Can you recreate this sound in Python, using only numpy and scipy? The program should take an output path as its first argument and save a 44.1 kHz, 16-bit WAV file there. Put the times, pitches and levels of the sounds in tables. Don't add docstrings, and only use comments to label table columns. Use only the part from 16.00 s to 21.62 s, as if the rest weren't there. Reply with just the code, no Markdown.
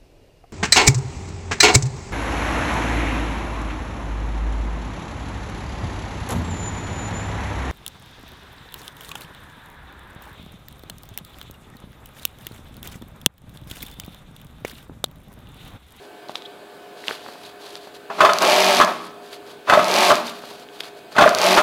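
import sys
import numpy as np
from scipy import signal
from scipy.io import wavfile
from scipy.ndimage import uniform_filter1d

SR = 44100
rng = np.random.default_rng(int(sys.argv[2]) if len(sys.argv) > 2 else 0)


def natural_amplitude(level_db):
    exponent = np.asarray(level_db, float) / 20
    return 10 ** exponent


def dump(signal):
    limited = np.clip(np.atleast_2d(signal).T, -1, 1)
    pcm = np.round(limited * 32767).astype(np.int16)
    wavfile.write(sys.argv[1], SR, pcm)


N = 247842
T = np.arange(N) / SR

# (first stitch [s], grip [s], top speed [turns/s], brake [s], coasting time [s])
RUNS = [
    (2.3341, 2.2619, 48.31, 2.7904, .0802),
    (3.7803, 3.7342, 47.07, 4.0971, .0634),
    (5.2099, 5.2311, 47.47, 5.549, .1209),
]
STITCHES = [21, 14, 13]
SPIN_UP, CREEP = 197.7, 12.21
KNEE = 15.1
# (level [dB], drift [dB per stitch], slack of the first stitch [dB])
TICKS = [
    (-5, -0.12, 1),
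    (-6.5, 0, -32),
    (-3, -0.57, -60),
]
SLACK_TURNS, COAST_DB = 0.37, -5.5
# (angle [turns], into casting [dB], into linkage [dB])
KNOCKS = [(.02, -4, -3), (.22, -2, -1), (.42, -8, -5), (.6, -1, 0), (.72, 0, -5), (.82, -6, -3)]
# (pitch [Hz], width [Hz], level [dB])
CASTING = [(380.6, 22, -11.5), (470, 53, -17.5), (597.2, 23, 1), (650, 167, 0.5), (900, 170, -3),
           (1088, 31, -5), (1235, 225, -5), (1438, 140, -8), (1560, 160, -9.5)]
# (frequency [Hz], level [dB per Hz])
LINKAGE = [(880, -40), (1500, -26), (1620, 3), (1830, -0.5), (2340, 6), (2640, 2.5), (4120, 1),
           (8080, -13.5), (12000, -14.5), (16000, -31)]
# (time [s], level [dB])
EFFORT = [
    [(2.12, -43), (2.17, -37.5), (2.22, -20), (2.25, -14), (2.4, -32.5), (2.42, -16), (2.8, -20),
     (2.88, -21), (3.12, -61)],
    [(3.646, -71), (3.7, -17.5), (3.77, -16), (3.776, -15), (3.832, -25.5), (3.99, -17.5), (4.112, -16.5),
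     (4.166, -21.5), (4.36, -50)],
    [(5.11, -74), (5.144, -47), (5.186, -13.5), (5.274, -18.5), (5.34, -33.5), (5.43, -18), (5.564, -17.5),
     (5.58, -13), (5.63, -23)],
]
RATTLE_DB, RATTLE_SHARE, RATTLE_SPEED_DB = -22.5, 0.51, 12
# (multiple of the shaft speed, level [dB])
SHAKE = [(4, -26), (5, -30), (6, -29), (8, -14), (10, -13), (12, -9.5), (13, -6.5), (14, -12.5), (15, -7.5),
         (19, -12)]
# (pitch [Hz], width [Hz], level [dB])
TABLE_TOP = [(186.5, 4.2, -2), (234.2, 16.4, -2.5), (308, 51, -3.5)]
DRUM_DB, DRUM_SHARE, DRUM_FALL_DB_PER_S = -24, 0.54, 73
TUNED_SPEED, TUNED_WIDTH, TUNED_DB = 46.8, 1.6, 10.5
KICK_DB = -41
# (time [s], rod ring [dB], stand ring [dB], crack [dB], rise [s])
CLUNKS = [(2.098, -20, -21.5, -31.5, 0.007), (2.181, -19, -18, -23, 0.013), (2.2045, 3, -21, -7.5, 0.0029),
          (2.2135, -19, -11, -15, 0.00092), (2.2484, 4.5, -18, -8, 0.0011),
          (2.2909, -5, -9.5, -11.5, 0.0022), (2.7995, 6, -9, -10, 0.0012), (2.811, -2.5, -14, -6.5, 0.0039),
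          (3.669, -13, -20, -19, 0.057), (3.6975, 1, -15.5, -7, 0.00035), (3.7215, -4, -9, -15, 0.0045),
          (3.735, 3.5, -13, -7.5, 0.00067), (3.7915, -6, -15, -12.5, 0.00064),
          (4.102, -0.5, -11, -8.5, 0.0032), (4.113, -9.5, -14, -32, 0.0051), (5.15, -19, -33, -36, 0.017),
          (5.1635, -15, -14, -16.5, 0.00047), (5.182, 2.5, -23, -7.5, 0.0036),
          (5.208, -2, -2.5, -5, 0.0021), (5.2205, 1, -3.5, -5.5, 0.00097), (5.238, -2, -12, -33, 0.0018),
          (5.275, -3, -45, -15.5, 0.0016), (5.572, -3, -16, -5.5, 0.0024), (5.584, -2, -18, -12, 0.0019)]
# (pitch [Hz], level [dB], time to fall 60 dB [s])
ROD = [(1033, -3.5, 0.13), (1120, -0.5, 0.057), (1197, 9, 0.026), (1275, 1.5, 0.14), (1385, 3, 0.091),
       (1495, -6, 0.11), (1690, -13, 0.12)]
# (pitch [Hz], level [dB], time to fall 60 dB [s])
STAND = [(414, -20, 0.42), (574, -15, 0.018), (621, -16, 0.029), (682.7, 3.5, 0.18), (808, 7, 0.027)]
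# (pitch [Hz], level [dB], time to fall 60 dB [s])
CRACK = [(1750, 0, .012), (2050, 0, .015), (2600, -1, .012), (3050, -2, .01), (3450, -1, .012),
         (4300, -6, .008), (6000, -12, .006)]
# (time [s], peak [dB], pitch [Hz])
THUDS = [
    (2.2345, -3, 640),
    (3.7735, 0, 620),
    (5.26, 2, 625),
]
# (frequency [Hz], level [dB per Hz])
CLOTH = [(200, -26), (500, -8.5), (1200, -6), (2200, -11), (3200, -6.5), (4600, -6.5), (5300, -14),
         (8000, -19.5), (12000, -20.5), (16000, -31)]
# (start [s], length [s], level [dB])
SWISHES = [(0, 0.066, -50), (0.274, 0.052, -45), (0.329, 0.061, -43.5), (.7, 0.081, -60),
           (0.937, 0.092, -46.5), (1.001, 0.17, -36.5), (1.134, 0.25, -45), (1.37, 0.14, -44.5),
           (1.57, 0.16, -42), (1.7, 0.091, -45), (1.778, 0.12, -48), (1.93, 0.044, -42.5),
           (2.094, 0.15, -61), (3.014, 0.063, -41.5), (3.205, 0.097, -48), (3.291, 0.079, -41.5),
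           (3.435, 0.11, -44.5), (4.227, 0.091, -34.5), (4.304, 0.1, -43.5), (4.363, 0.21, -42.5),
           (4.561, 0.086, -47), (4.688, 0.14, -48), (4.798, 0.015, -32), (4.807, 0.087, -39),
           (4.954, 0.041, -49.5), (5.101, 0.042, -43)]
# (time [s], peak [dB], pitch [Hz], time to fall 60 dB [s])
SNAPS = [(.2862, -27, 4220, 0.0049), (0.2946, -12.5, 770, 0.0064), (0.2956, -26, 3520, 0.0033),
         (0.3559, -5, 3550, 0.0023), (0.3544, -14, 1160, 0.0052), (0.4218, -22, 3680, 0.0026),
         (1.04, -21, 1900, .003), (1.0822, -2.5, 3160, 0.0027), (1.0914, -11, 1400, 0.0025),
         (1.101, -19, 900, 0.0061), (1.1099, -7, 1540, 0.0029), (1.108, -18, 427, 0.029),
         (1.142, -28, 3040, .005), (1.263, -15.5, 1120, 0.0023), (1.287, -15.5, 1020, 0.0025),
         (1.356, -22, 1040, 0.0051), (1.451, -28.5, 3880, 0.012), (1.755, -11, 4300, 0.0013),
         (1.872, -21.5, 814, 0.006), (1.957, -29, 3920, 0.0039), (3.053, -35, 9500, 0.0078),
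         (4.28, -21.5, 3650, 0.02), (3.332, -27, 4530, 0.0036), (3.481, -38, 1010, .01),
         (4.512, -21, 705, 0.0065), (4.438, -10, 900, 0.0016), (4.688, -27, 3040, 0.0034),
         (4.806, -8, 3480, 0.0024), (4.835, -23, 3300, 0.008), (5.1264, -29, 4500, 0.006)]
# (time [s], level [dB], pitch [Hz])
SQUEAK = [(.449, -52, 3000), (.456, -38, 3300), (.461, -38, 3800), (.465, -41, 3700), (.468, -52, 3200)]
# (frequency [Hz], time to fall 60 dB [s])
WALLS = [(200, 1), (1000, 0.7), (4000, 0.56), (12000, 0.067)]
# (frequency [Hz], level [dB per Hz])
HALL = [(20, -45), (40, -39), (100, -18), (200, -11), (400, -4), (750, -10), (1500, -15.5), (1900, -21),
        (2500, -21), (3300, -19), (4700, -23.5), (5500, -32), (7500, -31), (16000, -35.5)]
HALL_DB = -45.5
# (pitch [Hz], level [dB])
HUM = [(308, -62), (409.1, -49), (613.7, -57), (663, -60), (716, -52), (855.9, -64), (1502, -62),
       (1556, -62), (1707, -65), (1770, -65), (2256, -67), (2509, -65)]


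def evened(x):
    return x / np.sqrt(np.mean(x ** 2) + 1e-20)


def steadied(x):
    return x / np.sqrt(uniform_filter1d(x ** 2, SR // 8) + 1e-12)


def read(points, hz):
    f, value = np.transpose(points)
    return np.interp(np.log(hz + 1), np.log(f + 1), value)


def follow(tables):
    gain = 0
    for rows in tables:
        times, levels = [r[0] for r in rows], [r[1] for r in rows]
        gain = gain + natural_amplitude(np.interp(T, times, levels, -150, -150))
    return gain


def colour(x, spectrum):
    log_gain = np.log(natural_amplitude(read(spectrum, abs(np.fft.fftfreq(4096, 1 / SR)))))
    taps = np.fft.ifft(np.exp(np.conj(signal.hilbert(log_gain)))).real[:2048]
    return signal.oaconvolve(x, taps / np.linalg.norm(taps))[:N]


def resonate(x, hz, width):
    turn = np.exp(2j * np.pi * np.cumsum(hz * np.ones(len(x))) / SR)
    r = np.exp(-np.pi * width / SR)
    return 2 * (turn * signal.lfilter([1 - r], [1, -r], x / turn)).real


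def clicks(per_s, spread_db):
    size = natural_amplitude(spread_db * np.minimum(rng.exponential(1, N), 4)) * rng.choice([-1., 1.], N)
    return evened(size * (rng.random(N) < per_s / SR))


def add(mix, s, sound):
    part = mix[round(s * SR):][:len(sound)]
    part += sound[:len(part)]


def shaft():
    runs = []
    for (first, grip, top, brake, coast), last in zip(RUNS, STITCHES):
        ramp = np.maximum(CREEP, SPIN_UP * (T - grip))
        driven = (ramp ** -KNEE + top ** -KNEE) ** (-1 / KNEE)
        speed = driven * np.exp(-np.maximum(T - brake, 0) / coast)
        angle = np.cumsum(speed + 1e-6) / SR
        runs.append((angle - np.interp(first, T, angle), last))
    return runs


def shaft_speed(runs):
    return sum(np.gradient(uniform_filter1d(np.clip(angle, 0, last), 800)) * SR for angle, last in runs)


def needle(runs):
    out, t = np.zeros(N), np.arange(300) / SR
    for (angle, last), run, (level_db, drift_db, slack_db) in zip(runs, RUNS, TICKS):
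        for k in np.arange(last + 1):
            s = np.interp(k, angle, T)
            coasting_s = max(s - run[3], 0)
            db = level_db + drift_db * k + slack_db * np.exp(-k / SLACK_TURNS) + COAST_DB * coasting_s / .1
            hz = 4700 * rng.uniform(.96, 1.04)
            grit = evened(resonate(rng.standard_normal(300), 10000, 7000))
            tones = np.sin(2 * np.pi * hz * t) + .6 * np.sin(2 * np.pi * 1.27 * hz * t)
            steel = -tones * natural_amplitude(-60 * t / .003)
            tick = .8 * steel + .065 * grit * natural_amplitude(-60 * t / .02)
            add(out, s + .0006, natural_amplitude(db + 1.5 * rng.standard_normal()) * tick)
    return out


def linkage(runs):
    heavy, light = np.zeros(N), np.zeros(N)
    for turns, last in runs:
        for k in np.arange(last):
            slack = rng.standard_normal((len(KNOCKS), 3))
            for (angle, heavy_db, light_db), (late, a, b) in zip(KNOCKS, slack):
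                at = np.interp(k + angle, turns, T) + .00012 * late
                scrape = rng.standard_normal(60) * np.exp(-np.arange(60) / 20)
                add(heavy, at, np.array([natural_amplitude(heavy_db + 1.74 * a)]))
                add(light, at, natural_amplitude(light_db + 1.5 * b) * scrape)
    heavy = 1.3 * heavy / 0.074 + clicks(1500, 0.46)
    light = 3 * light + clicks(5000, 3.)
    rumble = np.zeros(N)
    for k, (hz, width, db) in enumerate(CASTING):
        rumble += (-1) ** k * natural_amplitude(db) * resonate(heavy, hz, width) / np.sqrt(width)
    rattle = colour(light, [(600, -43)] + LINKAGE)
    effort = follow(EFFORT)
    loose = natural_amplitude(RATTLE_DB + RATTLE_SPEED_DB * shaft_speed(runs) / 48) * effort ** RATTLE_SHARE
    return effort * steadied(rumble) + loose * steadied(rattle)


def shake(runs):
    speed, out = shaft_speed(runs), np.zeros(N)
    angle = np.cumsum(speed) / SR
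    for k, db in SHAKE:
        wobble = natural_amplitude(2.7 * evened(uniform_filter1d(rng.standard_normal(N), 1500)))
        out += natural_amplitude(db) * wobble * np.sin(2 * np.pi * (k * angle + rng.random()))
    return follow(EFFORT) * (speed / 48) ** 2 * out


def table_top(runs):
    push, boom = clicks(600, 1.1), np.zeros(N)
    for hz, width, db in TABLE_TOP:
        boom += natural_amplitude(db) * evened(resonate(resonate(push, hz, width), hz, 2 * width))
    tuned_db = TUNED_DB * np.exp(-((shaft_speed(runs) - TUNED_SPEED) / TUNED_WIDTH) ** 2)
    drive = natural_amplitude(DRUM_DB + tuned_db) * follow(EFFORT) ** DRUM_SHARE
    for s, db, _ in THUDS:
        add(drive, s, natural_amplitude(db + KICK_DB) * np.hanning(1500))
    fall = DRUM_FALL_DB_PER_S * T
    held_db = np.maximum.accumulate(20 * np.log10(drive) + fall) - fall
    return natural_amplitude(uniform_filter1d(held_db, 900) - 4.5) * evened(boom)


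def ring(modes, scrape_s, rise_s):
    t = np.arange(SR // 5) / SR
    spot = rng.standard_normal((len(modes), 2))
    tones = np.zeros(len(t))
    for (hz, db, t60), (a, b) in zip(modes, spot):
        tones += natural_amplitude(db + 1.5 * a - 60 * t / t60) * np.sin(2 * np.pi * hz * (1 + .008 * b) * t)
    short = t[:1500]
    rise = 1 - np.exp(-short / max(rise_s, 1e-4))
    contact = rng.standard_normal(1500) * np.exp(-short / scrape_s) * rise
    out = signal.fftconvolve(tones, contact)
    return out / abs(out).max()


def treadle():
    out, t = np.zeros(N), np.arange(2000) / SR
    for s, rod_db, stand_db, crack_db, rise_s in CLUNKS:
        add(out, s, natural_amplitude(rod_db) * ring(ROD, .001 + rise_s, rise_s))
        add(out, s, natural_amplitude(stand_db) * ring(STAND, 0.0033 + rise_s, rise_s))
        add(out, s, natural_amplitude(crack_db) * ring(CRACK, 0.014 + rise_s, rise_s))
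    for s, db, hz in THUDS:
        swell = t / .0028 * np.exp(1 - t / .0028)
        add(out, s, natural_amplitude(db) * swell * np.sin(2 * np.pi * hz * t))
    return out


def swishes():
    stroke = np.zeros(N)
    for s, length, db in SWISHES:
        add(stroke, s, natural_amplitude(db) * signal.windows.tukey(round(1.224 * length * SR), .9))
    clumps = natural_amplitude(2.0 * evened(uniform_filter1d(rng.standard_normal(N), 300)))
    return stroke * evened(colour(clumps * clicks(5000, 1.2), CLOTH))


def snaps():
    out, t = np.zeros(N), np.arange(1500) / SR
    for s, db, hz, t60 in SNAPS:
        onset = 1 - np.exp(-t * hz * 10.0)
        crease = evened(resonate(rng.standard_normal(1500), hz, .8 * hz)) * natural_amplitude(-16 - 60 * t / (4 * t60))
        snap = onset * (np.sin(2 * np.pi * hz * t) * natural_amplitude(-60 * t / t60) + crease)
        soft = signal.butter(2, min(1.7 * hz, 15000), fs=SR)
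        add(out, s, natural_amplitude(db - 0.5) * signal.lfilter(*soft, snap))
    return out


def squeak():
    hz = np.interp(T, [r[0] for r in SQUEAK], [r[2] for r in SQUEAK])
    return follow([SQUEAK]) * evened(resonate(resonate(rng.standard_normal(N), hz, 500), hz, 900))


def walls(x):
    taps = np.zeros(SR)
    at = np.arange(300, SR - 20, 20)
    taps[at + rng.integers(0, 20, len(at))] = rng.choice([-1., 1.], len(at))
    hz, t, z = signal.stft(taps, SR, nperseg=256)
    decay = natural_amplitude(-60 * t / np.maximum(read(WALLS, hz), .05)[:, None])
    tail = signal.istft(z * decay, SR, nperseg=256)[1]
    return signal.fftconvolve(x, tail / np.linalg.norm(tail))[:N]


def distant_machines():
    frames, hz = N // 256 + 5, np.fft.rfftfreq(1024, 1 / SR)
    a, b, patches = rng.standard_normal((frames, 513, 3)).T
    patches = evened(uniform_filter1d(uniform_filter1d(patches, 10, 0), 14, 1))
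    z = (a + 1j * b) * natural_amplitude(read(HALL, hz)[:, None] + 1.3 * patches)
    return natural_amplitude(HALL_DB) * evened(signal.istft(z, nperseg=1024, noverlap=768)[1][:N])


def idling_motor():
    out = np.zeros(N)
    for hz, db in HUM:
        waver = evened(resonate(rng.standard_normal(N), hz, 5.))
        tone = np.sqrt(2) * np.sin(2 * np.pi * (hz * T + rng.random()))
        out += natural_amplitude(db) * (.9 * tone + .45 * waver)
    return out


def scene():
    runs = shaft()
    blows = treadle() + needle(runs)
    fabric = swishes() + snaps() + squeak()
    echo = walls(natural_amplitude(-15) * blows + natural_amplitude(-17.5) * fabric)
    near = blows + fabric + echo + linkage(runs) + shake(runs) + table_top(runs)
    near = signal.sosfilt(signal.butter(3, 150, "high", fs=SR, output="sos"), near)
    return (near + distant_machines() + idling_motor())[None]


def band_limit(x):
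    return signal.sosfilt(signal.butter(12, 16320, fs=SR, output="sos"), x)


def record(dry):
    x = signal.sosfiltfilt(signal.butter(16, 16000, fs=SR, output="sos"), dry)
    x = np.clip(x, -.7, .69)
    return band_limit(x)


dry = scene()
out = record(dry)
dump(out)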